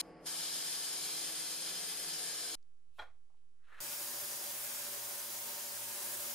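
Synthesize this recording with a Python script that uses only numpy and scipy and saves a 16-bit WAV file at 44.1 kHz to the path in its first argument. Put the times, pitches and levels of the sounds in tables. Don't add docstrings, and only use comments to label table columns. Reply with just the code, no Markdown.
import sys
import numpy as np
from scipy import signal
from scipy.fft import rfft, irfft, next_fast_len
from scipy.io import wavfile
from scipy.ndimage import uniform_filter1d

SR = 44100
rng = np.random.default_rng(int(sys.argv[2]) if len(sys.argv) > 2 else 0)


def attenuation_scalar(level_db):
    decades = np.asarray(level_db, float) / 20
    return 10 ** decades


def persist_wave(psi):
    counts = np.round(np.clip(psi, -1, 1) * 32767).astype(np.int16)
    wavfile.write(sys.argv[1], SR, np.atleast_2d(counts).T)


N = 279594
T = np.arange(N) / SR

CUTS = [.0135, 2.553, 3.8035]


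def rms_one(x):
    return x / np.sqrt(np.mean(x ** 2) + 1e-20)


def in_time(rows):
    s, *columns = np.transpose(rows)
    return [np.interp(T, s, c) for c in columns]


def at_hz(points, hz):
    f, db = np.transpose(points)
    return np.interp(np.log(hz + 1), np.log(f), db)


def between(t0, t1, fade_s=.001):
    return np.clip(np.minimum(T - t0, t1 - T) / fade_s + .5, 0, 1)


def swell(s, db, rise_db_per_s, hold_s, fall_db_per_s):
    rise_db = rise_db_per_s * np.clip(s - T, 0, 1)
    fall_db = fall_db_per_s * np.clip(T - s - hold_s, 0, 9)
    return attenuation_scalar(db - rise_db - fall_db)


def drift(rate, part=slice(None)):
    r = np.exp(-80 * np.pi * rate / SR)
    white = rng.standard_normal(N // 40 + 2002)
    slow = signal.lfilter([1], [1, -2 * r, r * r], white)[2000:]
    return np.interp(T[part] * SR / 40, np.arange(len(slow)), rms_one(slow))


def shaped(x, db_of_hz):
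    size = next_fast_len(N)
    hz = np.arange(size // 2 + 1) * SR / size
    return irfft(rfft(x, size) * attenuation_scalar(db_of_hz(hz)), size)[..., :N]


def below(x, cut_hz):
    return shaped(x, lambda hz: -20 * np.log10(1 + np.exp(np.clip((hz - cut_hz) / 12, -50, 50))))


def noise(spectrum, alike):
    mid, side = shaped(rng.standard_normal((2, N)), lambda hz: at_hz(spectrum, hz))
    alike = np.clip(alike, -1, 1)
    return rms_one(np.sqrt(1 + alike) * mid + np.sqrt(1 - alike) * side * [[1], [-1]])


def ring(clicks, hz, t60):
    r, w = attenuation_scalar(-60 / (t60 * SR)), 2 * np.pi * hz / SR
    return signal.lfilter([0, np.sin(w)], [1, -2 * r * np.cos(w), r * r], clicks + 1e-18)


def room_tone():
    # (frequency [Hz], density [dB per Hz])
    room_colour = [(60, 16.5), (150, 4), (300, 5), (900, 0.5), (2000, -3), (5000, -5), (10600, -7),
                   (13600, -29)]
    room = attenuation_scalar(-83.5) * noise([(30, -33)] + room_colour, alike=0.2)
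    sway_colour = [(8, 2.5), (25, -15.5), (40, -23.5), (100, -34), (200, -94)]
    return room + attenuation_scalar(-67.5) * noise(sway_colour, alike=0.65)


def idle_air():
    # (frequency [Hz], density [dB per Hz])
    idle_colour = [(30, -17), (100, -26.5), (160, -5), (220, -15), (380, -5), (740, -8), (950, -16.5),
                   (2050, -19.5), (2850, -27.5), (3800, -41), (5140, -24.5), (5700, -50), (10600, -56),
                   (13600, -58)]
    return attenuation_scalar(-61 + 1.2 * drift(4.9)) * noise(idle_colour, alike=0.88)


def hum(span, hz, orders, wander_db, lag):
    in_step_s = 5.82
    part = slice(int(span[0] * SR), int(span[1] * SR))
    out = np.zeros((2, N))
    for k, db in orders:
        phase = 2 * np.pi * (k * hz * (T[part] - in_step_s) + rng.random() * (k > 1))
        pair = np.sin([phase, phase - lag * rng.standard_normal()])
        out[:, part] += np.sqrt(2) * attenuation_scalar(db + wander_db * drift(1.1, part)) * pair
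    return out


def compressor(span):
    # (multiple of the stroke rate [1], level [dB rms])
    strokes = [(1, -80), (2, -83.5), (3, -96), (4, -78), (5, -79.5), (6, -79), (7, -73.5), (8, -66.5),
               (9, -90), (10, -82.5), (11, -70), (12, -71.5), (13, -75.5), (15, -79.5), (16, -85.5),
               (17, -90), (18, -71.5), (21.5, -74), (22, -81.5), (28, -75.5)]
    # (multiple of its rate [1], level [dB rms])
    far_motor = [(1, -70.5), (3, -74)]
    return hum(span, 39.96, strokes, 1.9, lag=.3) + hum(span, 176.0, far_motor, 3.1, lag=0.27)


def extractor_fans(span):
    # (multiple of its speed [1], level [dB rms])
    first_fan = [(1, -80), (2, -72.5), (3, -73.5), (5, -66), (7, -74.5), (8, -68.5), (9, -73), (10, -95),
                 (11, -78)]
    # (multiple of its speed [1], level [dB rms])
    second_fan = [(1, -76.5), (2, -77.5), (3, -83.5), (5, -66.5), (6, -85), (8, -75), (10, -80)]
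    fans = hum(span, 115.02, first_fan, 2.2, lag=0.3) + hum(span, 117.55, second_fan, 1.8, lag=0.79)
    return fans + hum(span, 176.0, [(3, -77)], 1.1, lag=.3)


def thumps():
    # (time [s], level [dB], hold [s], release [dB per s])
    thuds = [
        (2.893, -68, .0, 180),
        (2.93, -75, .06, 200),
        (3.016, -58, .005, 190),
        (3.1, -78, .05, 40),
    ]
    gain = sum(swell(s, db - 6.5, 700, hold_s, fall) for s, db, hold_s, fall in thuds)
    return gain * noise([(25, -32), (45, -8), (80, -9), (130, -43), (300, -86)], alike=.9)


def shudder():
    # (frequency [Hz], density [dB per Hz])
    shudder_colour = [(200, -24), (450, -7), (700, 0), (1400, -4), (2400, -9.5), (2800, -24), (3300, -13),
                      (4200, -19), (4700, -24), (10600, -39), (13600, -42)]
    knock = swell(2.988, -54.5, rise_db_per_s=3000, hold_s=0.034, fall_db_per_s=235)
    return knock * attenuation_scalar(1.6 * drift(60.0)) * noise(shudder_colour, alike=0.96)


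def rustles():
    # (time [s], level [dB], frequency [Hz], t60 [s])
    creaks = [
        (2.627, -72, 4800, 0.019),
        (2.768, -86.5, 4200, .02),
        (3.297, -78.5, 850, 0.13),
        (3.34, -81.5, 900, .1),
        (3.37, -84, 3200, .12),
    ]
    out = np.zeros((2, N))
    white = rng.standard_normal(N) + .5 * rng.standard_normal((2, N))
    for s, db, hz, t60 in creaks:
        part = slice(int(s * SR), int(s * SR) + SR // 5)
        band = signal.butter(2, [hz * 0.81, hz * 1.3], "band", fs=SR, output="sos")
        puff = signal.sosfilt(band, white[:, part])
        out[:, part] += rms_one(puff) * attenuation_scalar(db - 60 * T[:SR // 5] / t60)
    return out


def glove():
    # (frequency [Hz], density [dB per Hz])
    rub_colour = [(150, -32), (400, -12), (900, -8.5), (1250, 1), (1700, 2.5), (2200, -5), (2800, -15),
                  (3500, -19), (4200, -21), (4500, -29), (10600, -33), (13600, -39)]
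    rub = noise(rub_colour, alike=0.75) * attenuation_scalar(1.1 * drift(40.0))
    dull = below(rub, 2500)
    bright = rub - dull
    drag = swell(3.729, -59.5, 235, N, 0)
    graze = swell(3.645, -81, 1200, 0, -99)
    graze = graze * (T < CUTS[2] + .01)
    pinch = swell(2.99, -69, 330, 0, 240)
    scuff = graze * rms_one(bright) + pinch * rms_one(np.diff(bright, prepend=0))
    return drag * rms_one(dull) + scuff


def taps():
    # (time [s], level [dB], pin share [dB])
    touches = [
        (2.9843, -53, -7),
        (2.9915, -39.5, 5.5),
        (2.995, -40, 2),
        (3.001, -46, 8),
        (3.008, -49, 1),
        (3.022, -48, -2.5),
        (3.034, -52, -3),
        (3.044, -55, -10),
    ]
    # (frequency [Hz], level [dB], t60 [s])
    board_modes = [(382, -17, 0.064), (520, -10, 0.055), (646, -5.5, 0.045), (740, -3, 0.067),
                   (850, -3.5, 0.12), (966, -8, 0.042), (1206, -3.5, 0.045), (1430, 3.5, 0.05),
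                   (1805, -5, 0.045), (2400, -3, 0.025)]
    # (frequency [Hz], level [dB], t60 [s])
    pin_modes = [(3280, -5.5, 0.045), (4030, -9, 0.028), (5600, -23, 0.034), (7700, -26, .03)]
    s, db, pin_db = np.transpose(touches)
    at, out = np.round(s * SR).astype(int), np.zeros(N)
    for modes, share_db in ((board_modes, 0 * pin_db), (pin_modes, pin_db)):
        for hz, mode_db, t60 in modes:
            strength = rng.uniform(0.3, 1.35, len(at)) * rng.choice([-1, 1], len(at))
            clicks = np.zeros(N)
            clicks[at] = attenuation_scalar(db + mode_db + share_db - 7.5) * strength
            out += ring(clicks, hz, t60)
    no_bass = signal.butter(4, 350, "high", fs=SR, output="sos")
    out = signal.sosfilt(no_bass, out)
    tail = rng.standard_normal((2, SR // 2)) * attenuation_scalar(-36 - 60 * np.arange(SR // 2) / SR / 0.23)
    return out + signal.fftconvolve(out[None], tail, axes=1)[:, :N]


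def pin_song():
    song_hz = [4718, 5272, 6776]
    song = sum(ring(rng.standard_normal(N), hz, 0.042) for hz in song_hz)
    return swell(4.25, -56.5, 0, 0, 30) * rms_one(song)


def trigger():
    valve_s, opening_s = .2555, .012
    earlier = swell(0, 5.0, 0, 0, 119.5) * between(-1, CUTS[0])
    faint_tail = swell(CUTS[0], -32, 0, 0, 69)
    leak = swell(valve_s, -19, 600, N, 0)
    opened = np.clip((T - valve_s) / opening_s, 0, 1)
    return earlier + faint_tail + opened + (1 - opened) * leak


def combed(count, size, echo_db, moves_per_s):
    places = 3
    turn = np.pi * moves_per_s * T[:count] + 0.64 * drift(1.0)[:count]
    out = 0
    for k in range(places):
        grain_size = attenuation_scalar(1.5 * rng.standard_normal((2, count)))
        grit = rng.standard_normal((2, count)) * grain_size
        walls = rng.standard_normal((2, 2000)) * attenuation_scalar(echo_db - 60 * T[:2000] / 0.096)
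        walls[:, 0] = 1
        here = np.cos(turn + np.pi * k / places) ** 2
        out = out + rfft(grit * here, size) * rfft(walls, size)
    return out


def jet(span, mid_db, side_db, side_gain_db, peaks, lift_db, dips, lean,
        rumble_db, roar_db, sizzle_db, echo_db, patchy_db, lead):
    part = slice(int(span[0] * SR), int(span[1] * SR))
    count = len(T[part])
    size = next_fast_len(count)
    hz = np.arange(size // 2 + 1) * SR / size
    hollow_db = sum(db / (1 + (2 * (hz - f) / width) ** 2) for f, width, db in dips)
    standing = sum(attenuation_scalar(2 * (db + lift_db)) / (1 + (2 * (hz - f) / width) ** 2) for f, width, db in peaks)
    mid, side = combed(count, size, echo_db, moves_per_s=0.8) * attenuation_scalar(hollow_db)
    lead = lead * np.minimum(hz / 6000, 1)
    side = np.sqrt(1 - lead ** 2) * side + 1j * lead * mid
    mid = mid * attenuation_scalar(at_hz(mid_db, hz)) * np.sqrt(1 + standing)
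    side = side * attenuation_scalar(at_hz(side_db, hz) + side_gain_db) * np.sqrt(1 + .3 * standing)
    lean_db = at_hz(lean, hz) / 2
    pair = np.array([(mid + side) * attenuation_scalar(lean_db), (mid - side) * attenuation_scalar(-lean_db)])
    edges = [0, 330, 1500, 2700, 3700, 5100, 7000, 9000, 11500, SR]
    bands = [irfft(pair * ((hz >= a) & (hz < b)), size)[:, :count] for a, b in zip(edges, edges[1:])]
    roar_db = roar_db - np.median(roar_db[part])
    sizzle_db = sizzle_db - np.median(sizzle_db[part])
    tilt = [rumble_db] + [roar_db] * 2 + [0] * 3 + [sizzle_db] * 3
    flow = drift(17.0, part)
    out = np.zeros((2, N))
    for band, band_db in zip(bands, tilt):
        patches_db = patchy_db * (flow + drift(5.8, part))
        out[:, part] += band * attenuation_scalar((band_db + 0 * T)[part] + patches_db)
    return out / np.sqrt(np.mean(sum(bands[3:6]).mean(axis=0) ** 2))


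def sleeve_blast(span):
    # (time [s], level [dB])
    aim = [
        (0.3, -43.5),
        (0.57, -43),
        (2.05, -44.5),
        (2.45, -44),
        (2.55, -44.5),
    ]
    # (frequency [Hz], density [dB per Hz])
    mid_colour = [(300, -31.5), (800, -11.5), (2600, -7.5), (3000, -5.5), (5000, -5), (6000, -6),
                  (7800, -6.5), (8500, -6.5), (10600, -5), (10800, -9.5), (13600, -12)]
    # (frequency [Hz], density [dB per Hz])
    side_colour = [(300, -24), (800, -15), (2600, -12), (4200, -7), (5000, -2.5), (6000, -5), (8300, 0),
                   (10600, -0.5), (10800, -5), (13600, -4.5)]
    # (frequency [Hz], width [Hz], level [dB])
    resonances = [ (1300, 35, -3), (1560, 150, -4), (1720, 80, -4), (2270, 50, -3), (2920, 60, -2),
                  (3146, 55, 1), (3270, 45, 2), (3480, 50, 0), (3610, 120, -2), (4000, 60, -3),
                  (4202, 45, 6), (4530, 40, -2), (4640, 50, -1), (4800, 60, 0), (4900, 50, 3),
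                  (4995, 50, 4), (5183, 55, 3), (5390, 60, 1), (6200, 60, -4), (6400, 60, -4),
                  (6712, 90, 2), (7190, 200, -3), (7580, 64, -1), (8512, 52, 2), (8897, 56, 1),
                  (9410, 60, -1), (9740, 60, -2), (10205, 70, 0), (11900, 240, -5), (12800, 93, -5)]
    # (frequency [Hz], width [Hz], level [dB])
    cancellations = [(2760, 100, -5), (3350, 60, -7), (4100, 60, -4), (4440, 50, -5), (6030, 130, -7),
                     (6970, 120, -6), (7780, 250, -6), (10880, 250, -4)]
    # (frequency [Hz], left minus right [dB])
    balance = [(60, -6), (110, -5.5), (200, 4), (380, 0), (700, 0), (1290, 0.0), (2380, 0.0), (4400, 0.5),
               (8120, 3), (15000, 2.0)]
    jet_db, = in_time(aim)
    roar_follows, sizzle_follows = .4, 0.96
    blast = jet(span, mid_colour, side_colour, 0.0, resonances, 5.14, cancellations, balance, rumble_db=0,
                roar_db=(roar_follows - 1) * jet_db, sizzle_db=(sizzle_follows - 1) * jet_db,
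                echo_db=-30, patchy_db=0.57, lead=.35)
    return attenuation_scalar(jet_db - 2.5) * trigger() * blast


def pin_blast(span):
    # (time [s], level [dB])
    aim = [
        (3.81, -44),
        (4.01, -43),
        (5.75, -44),
        (6.16, -42.5),
        (6.34, -43.5),
    ]
    # (frequency [Hz], density [dB per Hz])
    mid_colour = [(20, -25), (70, -23.5), (110, -15.5), (160, -14.5), (260, -12), (450, -9.5), (640, -7.5),
                  (980, -7.5), (1300, -8.5), (2300, -10), (4500, -9), (7000, -6.5), (9350, -6),
                  (15600, -5.5)]
    # (frequency [Hz], density [dB per Hz])
    side_colour = [(20, -30), (70, -21), (120, -20), (300, -10.5), (590, -9.5), (1500, -9.5), (3500, -10),
                   (7000, -8.5), (13900, -4.5), (15600, -4)]
    # (frequency [Hz], width [Hz],
    # level [dB])
    resonances = [(1630, 100, 0), (4718, 55, 2), (5270, 80, 1), (6050, 50, 0), (6776, 90, 2),
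                  (8340, 190, 0), (9400, 300, 0), (10250, 100, -1), (10740, 160, 1), (12600, 270, 0),
                  (14170, 150, -1)]
    # (frequency [Hz], width [Hz], level [dB])
    interference = [(2340, 150, 0), (4400, 200, 1), (9630, 200, -3), (11850, 200, -1)]
    # (frequency [Hz], left minus right [dB])
    balance = [(60, 0.0), (110, 1.0), (200, 0.077), (380, 0.5), (700, 0.32), (1290, 0.5), (2380, 0.4),
               (4400, 0.0), (8120, 0.59), (15000, 0.5)]
    jet_db, = in_time(aim)
    roar_follows, sizzle_follows = 0.96, 1.8
    hopper_db = 0.7 - 1.36 * (T - CUTS[2])
    blast = jet(span, mid_colour, side_colour, -1.5, resonances, 2.1, interference, balance, rumble_db=hopper_db,
                roar_db=(roar_follows - 1) * jet_db, sizzle_db=(sizzle_follows - 1) * jet_db,
                echo_db=-31.5, patchy_db=.5, lead=.1)
    return attenuation_scalar(jet_db - 7) * blast


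def bench_scene():
    return room_tone() + thumps() + shudder() + glove() + taps() + rustles()


def sleeve_scene():
    span = 0, CUTS[1] + 0.012
    shop = idle_air() + compressor(span)
    gain_db = np.interp(T, [.26, .34], [2.5, 0])
    return sleeve_blast(span) + shop * attenuation_scalar(gain_db)


def pin_scene():
    span = CUTS[2] - .01, N / SR
    return pin_blast(span) + pin_song() + extractor_fans(span)


def scene():
    sleeve = sleeve_scene() * between(-1, CUTS[1])
    bench = bench_scene() * between(CUTS[1], CUTS[2])
    pin = pin_scene() * between(CUTS[2], N)
    return sleeve + bench + pin


def roll_off(x):
    return signal.sosfilt(signal.butter(12, 16690, fs=SR, output="sos"), x)


def record(dry):
    offset_level = [-.0019, -0.0043]
    early = dry * (T < CUTS[2])
    body = below(early, 10700)
    top = below(early - body, 13650)
    top_db = 10 * np.log10(uniform_filter1d(np.mean(top ** 2, axis=0), size=2048) + 1e-14)
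    kept = np.clip((top_db + np.where(T < CUTS[1], 88, 95.5)) / 2, 0, 1)
    settling = signal.lfilter([.002], [1, -.998], between(CUTS[1], CUTS[2]))
    offset = np.outer(offset_level, settling)
    late = below(dry - early, 15720)
    return roll_off(body + top * kept + offset + late)


dry = scene()
out = record(dry)
persist_wave(out)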